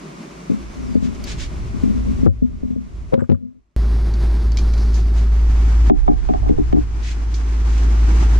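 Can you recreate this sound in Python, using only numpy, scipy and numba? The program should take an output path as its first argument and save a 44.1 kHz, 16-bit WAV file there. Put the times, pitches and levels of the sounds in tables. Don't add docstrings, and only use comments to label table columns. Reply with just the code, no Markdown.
import sys
import numpy as np
from scipy import signal
from scipy.fft import rfft, irfft, next_fast_len
from scipy.io import wavfile
from scipy.ndimage import uniform_filter1d, minimum_filter1d
from numba import njit

SR = 44100
rng = np.random.default_rng(int(sys.argv[2]) if len(sys.argv) > 2 else 0)


def materialize(psi):
    bounded = np.clip(np.atleast_2d(psi).T, -1, 1)
    quanta = np.round(bounded * 32767).astype(np.int16)
    wavfile.write(sys.argv[1], SR, quanta)


N = 369999
TIME = np.arange(N) / SR
CUT_S = 3.764
BLADE_HZ, BLADE_COUNT = 55.3, 3

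# freq_hz, level_db
EDDIES = [(12, -8), (25, -7.5), (40, -1), (70, -4), (110, -13), (180, -19), (400, -30.5), (1000, -75)]
# freq_hz, level_db, t60_s
BENCH_MODES = [(87.7, 3, 0.22), (162, -36, 0.075), (208.8, 3.5, 0.31), (242.6, 9, 0.18), (274, -5, 0.29),
               (432, -3.5, 0.1), (486, 1.5, 0.058), (571, 0, .04), (850, -16, .05), (1100, -14, .029)]


def undb(db):
    return 10 ** (np.asarray(db) / 20)


def noise(spectrum):
    hz, db = np.transpose(spectrum)
    size = next_fast_len(N)
    f = np.maximum(np.arange(size // 2 + 1) * SR / size, 1)
    skirts = np.minimum(f / hz[0], 1) ** 2 * np.minimum(hz[-1] / f, 1) ** 2
    colour = undb(np.interp(np.log(f), np.log(hz), db))
    y = irfft(rfft(rng.standard_normal(size)) * skirts * colour, size)[:N]
    return y / y.std()


def walk(rate_hz):
    hold = max(int(SR / rate_hz), 2)
    steps = np.repeat(rng.standard_normal(N // hold + 1), hold)
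    y = uniform_filter1d(uniform_filter1d(steps, hold), hold)[:N]
    return y / y.std()


def gate(start_s, rise_s, end_s, fall_s):
    return np.clip((TIME - start_s) / rise_s, 0, 1) * np.clip(1 - (TIME - end_s) / fall_s, 0, 1)


def swell(middle_s, half_s):
    return np.exp(-((TIME - middle_s) / half_s) ** 2)


def lowpass(x, hz, order=2):
    return signal.sosfilt(signal.butter(order, min(hz, SR / 2 - 1), fs=SR, output="sos"), x)


def opposed(x):
    return np.array([x, -x])


def add(out, start_s, sound):
    i = int(start_s * SR)
    out[..., i:i + sound.shape[-1]] += sound[..., :N - i]


def through_body(shake, right_db, lag_s):
    return np.array([shake, -undb(right_db) * np.interp(TIME - lag_s, TIME, shake)])


def strike(modes, corner_hz, clatter, clatter_s, detune, swell_s=.0001, low_hz=85):
    t = TIME[:SR // 3]
    hz, db, t60 = np.repeat(np.transpose(modes), 3, axis=1)[:, :, None]
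    hz = hz * (1 + detune * rng.standard_normal(hz.shape))
    ring = np.sum(undb(db - 60 * t / t60) * np.sin(2 * np.pi * hz * t), axis=0)
    ring *= 1 - np.exp(-t / swell_s)
    force = clatter * rng.standard_normal(len(t)) * np.exp(-t / clatter_s) / np.sqrt(clatter_s * SR / 2)
    force[0] += 1
    y = lowpass(signal.fftconvolve(force, ring)[:len(t)], corner_hz)
    y = signal.sosfilt(signal.butter(3, low_hz, "high", fs=SR, output="sos"), y)
    return y / np.abs(y).max()


def crack(decay_s, corner_hz, tail_db=-26, tail_s=0.027):
    t = TIME[:SR // 7]
    y = lowpass(lowpass(rng.standard_normal((2, len(t))), corner_hz, order=1), 3000)
    y *= np.exp(-t / decay_s) + undb(tail_db) * np.exp(-t / tail_s)
    return y / np.abs(y).max()


def blades(wander_rad, flutter_db, overtones_db):
    phase = 2 * np.pi * BLADE_HZ * TIME + wander_rad * walk(28)
    wave = np.sin(phase) + sum(undb(db) * np.sin(k * phase) for k, db in enumerate(overtones_db, 2))
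    return np.sqrt(2) * wave * undb(flutter_db * walk(15))


def far_fan():
    # freq_hz, level_db
    rush_mid = [(100, -35), (150, 3), (290, -5.5), (385, -5), (500, -19.5), (580, -12.5), (800, -20.5),
                (1080, -17), (1750, -24.5), (2200, -22), (3200, -27.5), (6400, -31), (10000, -41.5),
                (15000, -58.5)]
    rush_side = [(100, -46), (150, -9.5), (370, -9.5), (550, -12.5), (1100, -12), (1750, -23), (2100, -18),
                 (3500, -32.5), (6200, -27), (7800, -33), (10000, -38), (15000, -55)]
    aimed_s, slope_db_per_s = 2.43, 12
    fade_start_s, fall_s = 2.73, 0.97
    jet = gate(0.53, 0.14, fade_start_s, fall_s) * undb(-slope_db_per_s * np.abs(TIME - aimed_s))
    rush_dip = np.clip((TIME - fade_start_s) / fall_s, 0, 1)
    tone = blades(wander_rad=0.33, flutter_db=3.5, overtones_db=[-13.5])
    tone *= undb(-48.5) + jet * undb(-22.5)
    buffet = (noise(EDDIES) + undb(-3.5) * opposed(noise(EDDIES))) * undb(2 * walk(9))
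    buffet *= undb(-61.5) + jet * undb(-20)
    rush = noise(rush_mid) * undb(1.16 * walk(27.5)) + undb(-5.5) * opposed(noise(rush_side))
    return tone + buffet + rush * undb(-37.5 - 18.5 * rush_dip ** 2)


def near_fan():
    # freq_hz, level_db
    early_mid = [(100, -5.5), (139, -4), (225, -6), (280, -10.5), (385, -8), (480, -21.5), (780, -20.5),
                 (1500, -26), (3100, -36), (4600, -32), (6500, -40.5), (7600, -45.5), (10300, -45),
                 (15000, -63)]
    late_mid = [(100, -7), (210, -7), (330, -7), (436, -15.5), (573, -26.5), (753, -18), (1000, -20),
                (2240, -26), (3800, -33), (6300, -34.5), (7700, -40.5), (10000, -49.5), (15000, -66)]
    late_side = [(100, -18.5), (200, -20.5), (384, -3.5), (810, -8.5), (1120, -5.5), (3600, -23),
                 (5900, -19), (7700, -22.5), (10000, -37.5), (15000, -45)]
    # freq_hz, level_db
    guard_eddies = [(12, 5.5), (25, -11), (38, -14.5), (55, 4), (72, -7), (90, -8.5), (115, -7.5),
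                    (180, -30.5), (400, -50), (1000, -72)]
    blend_start_s, blend_length_s = 4.27, 2.54
    blend = np.sin(np.pi / 2 * np.clip((TIME - blend_start_s) / blend_length_s, 0, 1)) ** 2
    phase = 2 * np.pi * BLADE_HZ * TIME
    turn = np.sin(phase / BLADE_COUNT)
    tone = blades(wander_rad=.03, flutter_db=.2, overtones_db=[-28, -36, -33, -39])
    tone = tone * (1 + .11 * turn) + undb(-25) * turn
    buffet = noise(guard_eddies) * undb(walk(8.2)) + undb(-7.5) * blend * opposed(noise(EDDIES))
    wake_db = 15.5 * swell(6.56, 0.55)
    wide_rush = noise(late_mid) + undb(-5.5) * opposed(noise(late_side))
    rush = (1 - blend) * undb(-32.5) * noise(early_mid) + blend * undb(-30) * wide_rush
    rush += .32 * np.sin(phase) * lowpass(rush, 500, order=1)
    return tone * undb(-14 + 4 * blend) + buffet * undb(-27.5 + wake_db) + rush * undb(1.3 * walk(40))


def squeak():
    # time_s, pitch_hz, level_db
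    glide = [(.655, 4650, -61), (.70, 6000, -61), (.775, 6620, -59), (.835, 5750, -58), (.9, 4900, -55.5),
             (.965, 4550, -54)]
    times, pitches, levels = np.transpose(glide)
    envelope = gate(times[0], .015, times[-1], .015) * undb(np.interp(TIME, times, levels) + 2 * walk(60))
    pitch_hz = np.interp(TIME, times, pitches) * (1 + .03 * walk(2500))
    return envelope * np.sin(2 * np.pi * np.cumsum(pitch_hz) / SR)


def rubbing():
    # middle_s, half_length_s, level_db
    rubs = [(1.052, 0.035, -45.5), (1.302, 0.039, -35), (1.424, 0.04, -36), (4.977, 0.043, -46),
            (5.186, 0.036, -46.5), (7.089, 0.055, -30), (7.356, 0.062, -42.5), (7.76, 0.073, -42.5)]
    # freq_hz, level_db
    skin_slide = [(700, -26), (1600, -0.5), (2600, 1), (4500, -1), (6800, -2.5), (8500, -13.5),
                  (11000, -26.5), (15000, -41)]
    skin_catch = [(1200, -28), (2100, 13), (4100, -4), (5200, -25), (8000, -27)]
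    jaw_slide = [(3000, -22), (4300, -3), (5100, 0), (6000, -6), (7500, -20)]
    pressure = sum(undb(db) * swell(middle_s, half_s) for middle_s, half_s, db in rubs)
    hands = pressure * undb(1.3 * walk(150)) * (noise(skin_slide) + undb(-3) * opposed(noise(skin_slide)))
    rasp = undb(-36 + 5.3 * walk(420)) * swell(7.075, .05) * np.array([noise(skin_catch) for _ in range(2)])
    jaws = undb(-53 + 3 * walk(45)) * swell(4.84, .27) * noise(jaw_slide)
    return hands + rasp + jaws


def steel_clicks():
    # start_s, level_db, decay_s, corner_hz
    clicks = [(1.147, -31, 0.012, 7000), (1.24, -20, 0.006, 14000), (4.139, -21, 0.0017, 5130),
              (4.161, -41, 0.0031, 4000), (4.519, -24, 0.0031, 7000), (4.572, -10.5, 0.0043, 5600),
              (4.586, -16, 0.019, 4200), (4.737, -23, 0.0045, 5500), (4.779, -24, 0.0047, 5600),
              (4.943, -24, 0.036, 6500), (7.032, -16, .025, 4200), (7.342, -11.5, 0.03, 4500),
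              (7.703, -27, .004, 5500)]
    # freq_hz, level_db
    snap_spectrum = [(1500, -32), (2500, -7), (4500, 11), (6500, 17.5), (8000, 2.5), (15000, 5)]
    # freq_hz, level_db, t60_s
    jaw_modes = [(2396, -2, 0.05), (3106, -5, .06), (3480, -4, .06), (4005, -1, 0.06), (4404, -1, 0.07),
                 (4683, 0, 0.06), (5351, 0, 0.06), (6300, -1, 0.04)]
    out = np.zeros((2, N))
    snap = np.array([noise(snap_spectrum), noise(snap_spectrum)])
    for s, db, decay_s, corner_hz in clicks:
        ring = strike(jaw_modes, 9000, clatter=1, clatter_s=.005, detune=.025)
        t = TIME[:len(ring)]
        burst = np.roll(snap, -int(s * SR), axis=1)[:, :len(t)] * np.exp(-t / decay_s)
        add(out, s, undb(db) * lowpass(0.24 * burst + 0.35 * ring, corner_hz))
    return out


def loose_steel():
    # start_s, peak_db
    rattles = [(3.192, -14), (3.205, -15.5), (3.218, -30), (3.24, -22.5), (3.345, -22)]
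    # freq_hz, level_db, t60_s
    steel_modes = [(1200, 3, 0.017), (1500, 8, 0.019), (1720, -9, 0.013), (2100, -14, 0.028),
                   (7680, 13, 0.04)]
    out = np.zeros((2, N))
    for s, db in rattles:
        ports = [strike(steel_modes, 1660, clatter=3.7, clatter_s=.0048, detune=.02) for _ in range(2)]
        add(out, s, undb(db) * np.array(ports))
    return out


def rod_rolling():
    # start_s, end_s, level_db
    rolls = [(0.756, 1.237, -25), (1.866, 2.33, -17.5), (2.41, 2.75, -21.5), (3.298, 3.411, -13.5)]
    grain = rng.standard_normal(N) * undb(4.2 * walk(35))
    bench = strike(BENCH_MODES, 280, clatter=.3, clatter_s=.007, detune=.025, swell_s=.004)
    rumble = signal.fftconvolve(grain, bench)[:N]
    envelope = sum(undb(db) * gate(start_s, .018, end_s, .21) for start_s, end_s, db in rolls)
    return through_body(rumble / rumble.std() * envelope, right_db=-4, lag_s=.00013)


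def rod_thumps():
    # start_s, peak_db, corner_hz
    thumps = [(0.496, -4, 280), (.513, -5.5, 260), (0.952, 2, 480), (1.022, -7.5, 300), (1.049, -6, 180),
              (1.74, -13.5, 214), (1.832, -2, 300), (1.973, -13, 350), (2.228, -1.5, 356),
              (2.42, 10.5, 259), (2.63, 1, 810), (2.702, -1, 246), (2.758, -0.5, 349)]
    shake = np.zeros(N)
    for s, db, hz in thumps:
        thump = strike(BENCH_MODES, hz, clatter=.35, clatter_s=.008, detune=.014, swell_s=.003, low_hz=120)
        add(shake, s, undb(db) * thump)
    return through_body(shake, right_db=-4, lag_s=.00013)


def pliers_on_rod():
    # start_s, edge_db, seat_db, crack_db
    knocks = [(5.898, 11, 24.5, -6.5), (6.079, 8, 13.5, -17), (6.112, -8, 1, -40), (6.288, 0, 7, -17.5),
              (6.336, -1, -2.5, -19), (6.428, -11, -13, -38), (6.459, -10, -4, -40),
              (6.49, -7.5, 12.5, -19), (6.579, -9, 8, -34), (6.726, -3, 15.5, -12.5),
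              (6.764, -7.5, 8.5, -42)]
    # freq_hz, level_db, t60_s
    clank_modes = [(649, 5, 0.089), (736, 7.5, 0.17), (820, 2.5, 0.15), (1080, -2, 0.083),
                   (1170, -0.5, 0.032), (1360, -19, 0.033), (1850, -27, 0.03), (3630, -10, 0.038)]
    clamped_modes = [(167, -1.5, 0.085), (236.7, 5, 0.099), (299, 5, 0.11), (354, 3, 0.079), (386, -1, 0.1),
                     (474, -18, 0.29)]
    seat_after_s, sway_hz, sway_decay_s = .00506, 35, .36
    clanks, clunks, sway, cracks = np.zeros(N), np.zeros(N), np.zeros(N), np.zeros((2, N))
    for s, edge_db, seat_db, crack_db in knocks:
        edge = strike(clank_modes, 1000, clatter=.4, clatter_s=.005, detune=.006, swell_s=.0006, low_hz=450)
        seat = strike(clamped_modes, 393, clatter=.45, clatter_s=.008, detune=.011, swell_s=.003, low_hz=130)
        add(clanks, s, undb(edge_db) * edge)
        add(clunks, s + seat_after_s, undb(seat_db) * seat)
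        add(cracks, s, undb(crack_db) * crack(decay_s=.006, corner_hz=1500))
    add(sway, knocks[0][0], undb(7) * np.sin(2 * np.pi * sway_hz * TIME) * np.exp(-TIME / sway_decay_s))
    return (cracks + np.array([-undb(-13.5) * sway, sway]) + through_body(clunks, right_db=-3, lag_s=.0001)
            + through_body(clanks, right_db=1, lag_s=.00005))


def piston_landings():
    # start_s, level_db, corner_hz,
    # crack_db, ring_db
    landings = [(2.263, 28.5, 320, -1, 15.5), (3.117, -11, 400, -42, -2), (3.125, -8, 414, -34, 3.5),
                (3.134, 21, 342, 8.5, 21), (3.172, 9.5, 187, -33, -1), (3.214, 7.5, 238, -39, 0.5),
                (3.292, 22, 240, -1.5, 6), (3.312, 23.5, 237, -1, 8.5)]
    # freq_hz, level_db, t60_s
    slab_modes = [(92, 1.5, 0.11), (158.6, -3, 0.11), (211, -2, 0.06), (240, 2.5, 0.14), (330, 3, 0.054),
                  (435, 10, 0.033), (522, 4.5, 0.049), (760, 7.5, 0.022), (1090, -5.5, 0.066),
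                  (1250, 13, .009), (2150, -20, .019)]
    rod_modes = [(511, -3, 0.056), (537, -7, 0.1), (970, -21, 0.056)]
    weight_after_s = .00606
    jolts, ringing, cracks = np.zeros(N), np.zeros(N), np.zeros((2, N))
    for s, db, corner_hz, crack_db, ring_db in landings:
        rim = (0, -11.5, 1.18 * corner_hz)
        weight = (weight_after_s, 0, corner_hz)
        sag = (.014, -7, 120)
        for after_s, stage_db, hz in (rim, weight, sag):
            jolt = strike(slab_modes, hz, clatter=.5, clatter_s=.006, detune=.03)
            add(jolts, s + after_s, undb(db + stage_db) * jolt)
        ring = strike(rod_modes, 1500, clatter=.2, clatter_s=.005, detune=.008, swell_s=.002, low_hz=300)
        add(ringing, s + weight_after_s, undb(ring_db) * ring)
        add(cracks, s + weight_after_s, undb(crack_db) * crack(decay_s=.0035, corner_hz=1400))
    return (cracks + through_body(jolts, right_db=-6, lag_s=.00013)
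            + through_body(ringing, right_db=-3, lag_s=.0001))


def scene():
    across_bench = far_fan() + rod_thumps() + piston_landings() + loose_steel() + rod_rolling()
    beside_fan = near_fan() + pliers_on_rod()
    return np.where(TIME < CUT_S, across_bench, beside_fan) + steel_clicks() + rubbing() + squeak()


@njit
def ducking(over_db, release_s, charge_s, near_db, hold_s, creep_db_per_s):
    out, fast, slow, quiet_s = np.empty(len(over_db)), 0., 0., 0.
    for i in range(len(over_db)):
        fast = max(over_db[i], fast - fast / (release_s * SR))
        quiet_s = 0. if over_db[i] > slow - near_db else quiet_s + 1 / SR
        if fast > slow:
            slow += (fast - slow) / (charge_s * SR)
        elif quiet_s > hold_s:
            slow = max(slow - creep_db_per_s / SR, 0.)
        out[i] = max(fast, slow)
    return out


def record(dry):
    ceiling, top_hz = .95, 15400
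    over_db = 20 * np.log10(np.abs(dry).max(axis=0) / ceiling + 1e-9)
    over_db = -minimum_filter1d(-over_db, size=129)
    duck_db = np.concatenate([
        ducking(part, release_s=.088, charge_s=.073, near_db=4.5, hold_s=.053, creep_db_per_s=9.0)
        for part in np.split(over_db, [int(CUT_S * SR)])])
    ducked = dry * undb(-uniform_filter1d(duck_db, size=65))
    return signal.sosfilt(signal.ellip(8, .2, 70, top_hz, fs=SR, output="sos"), ducked)


dry = scene()
out = record(dry)
materialize(out)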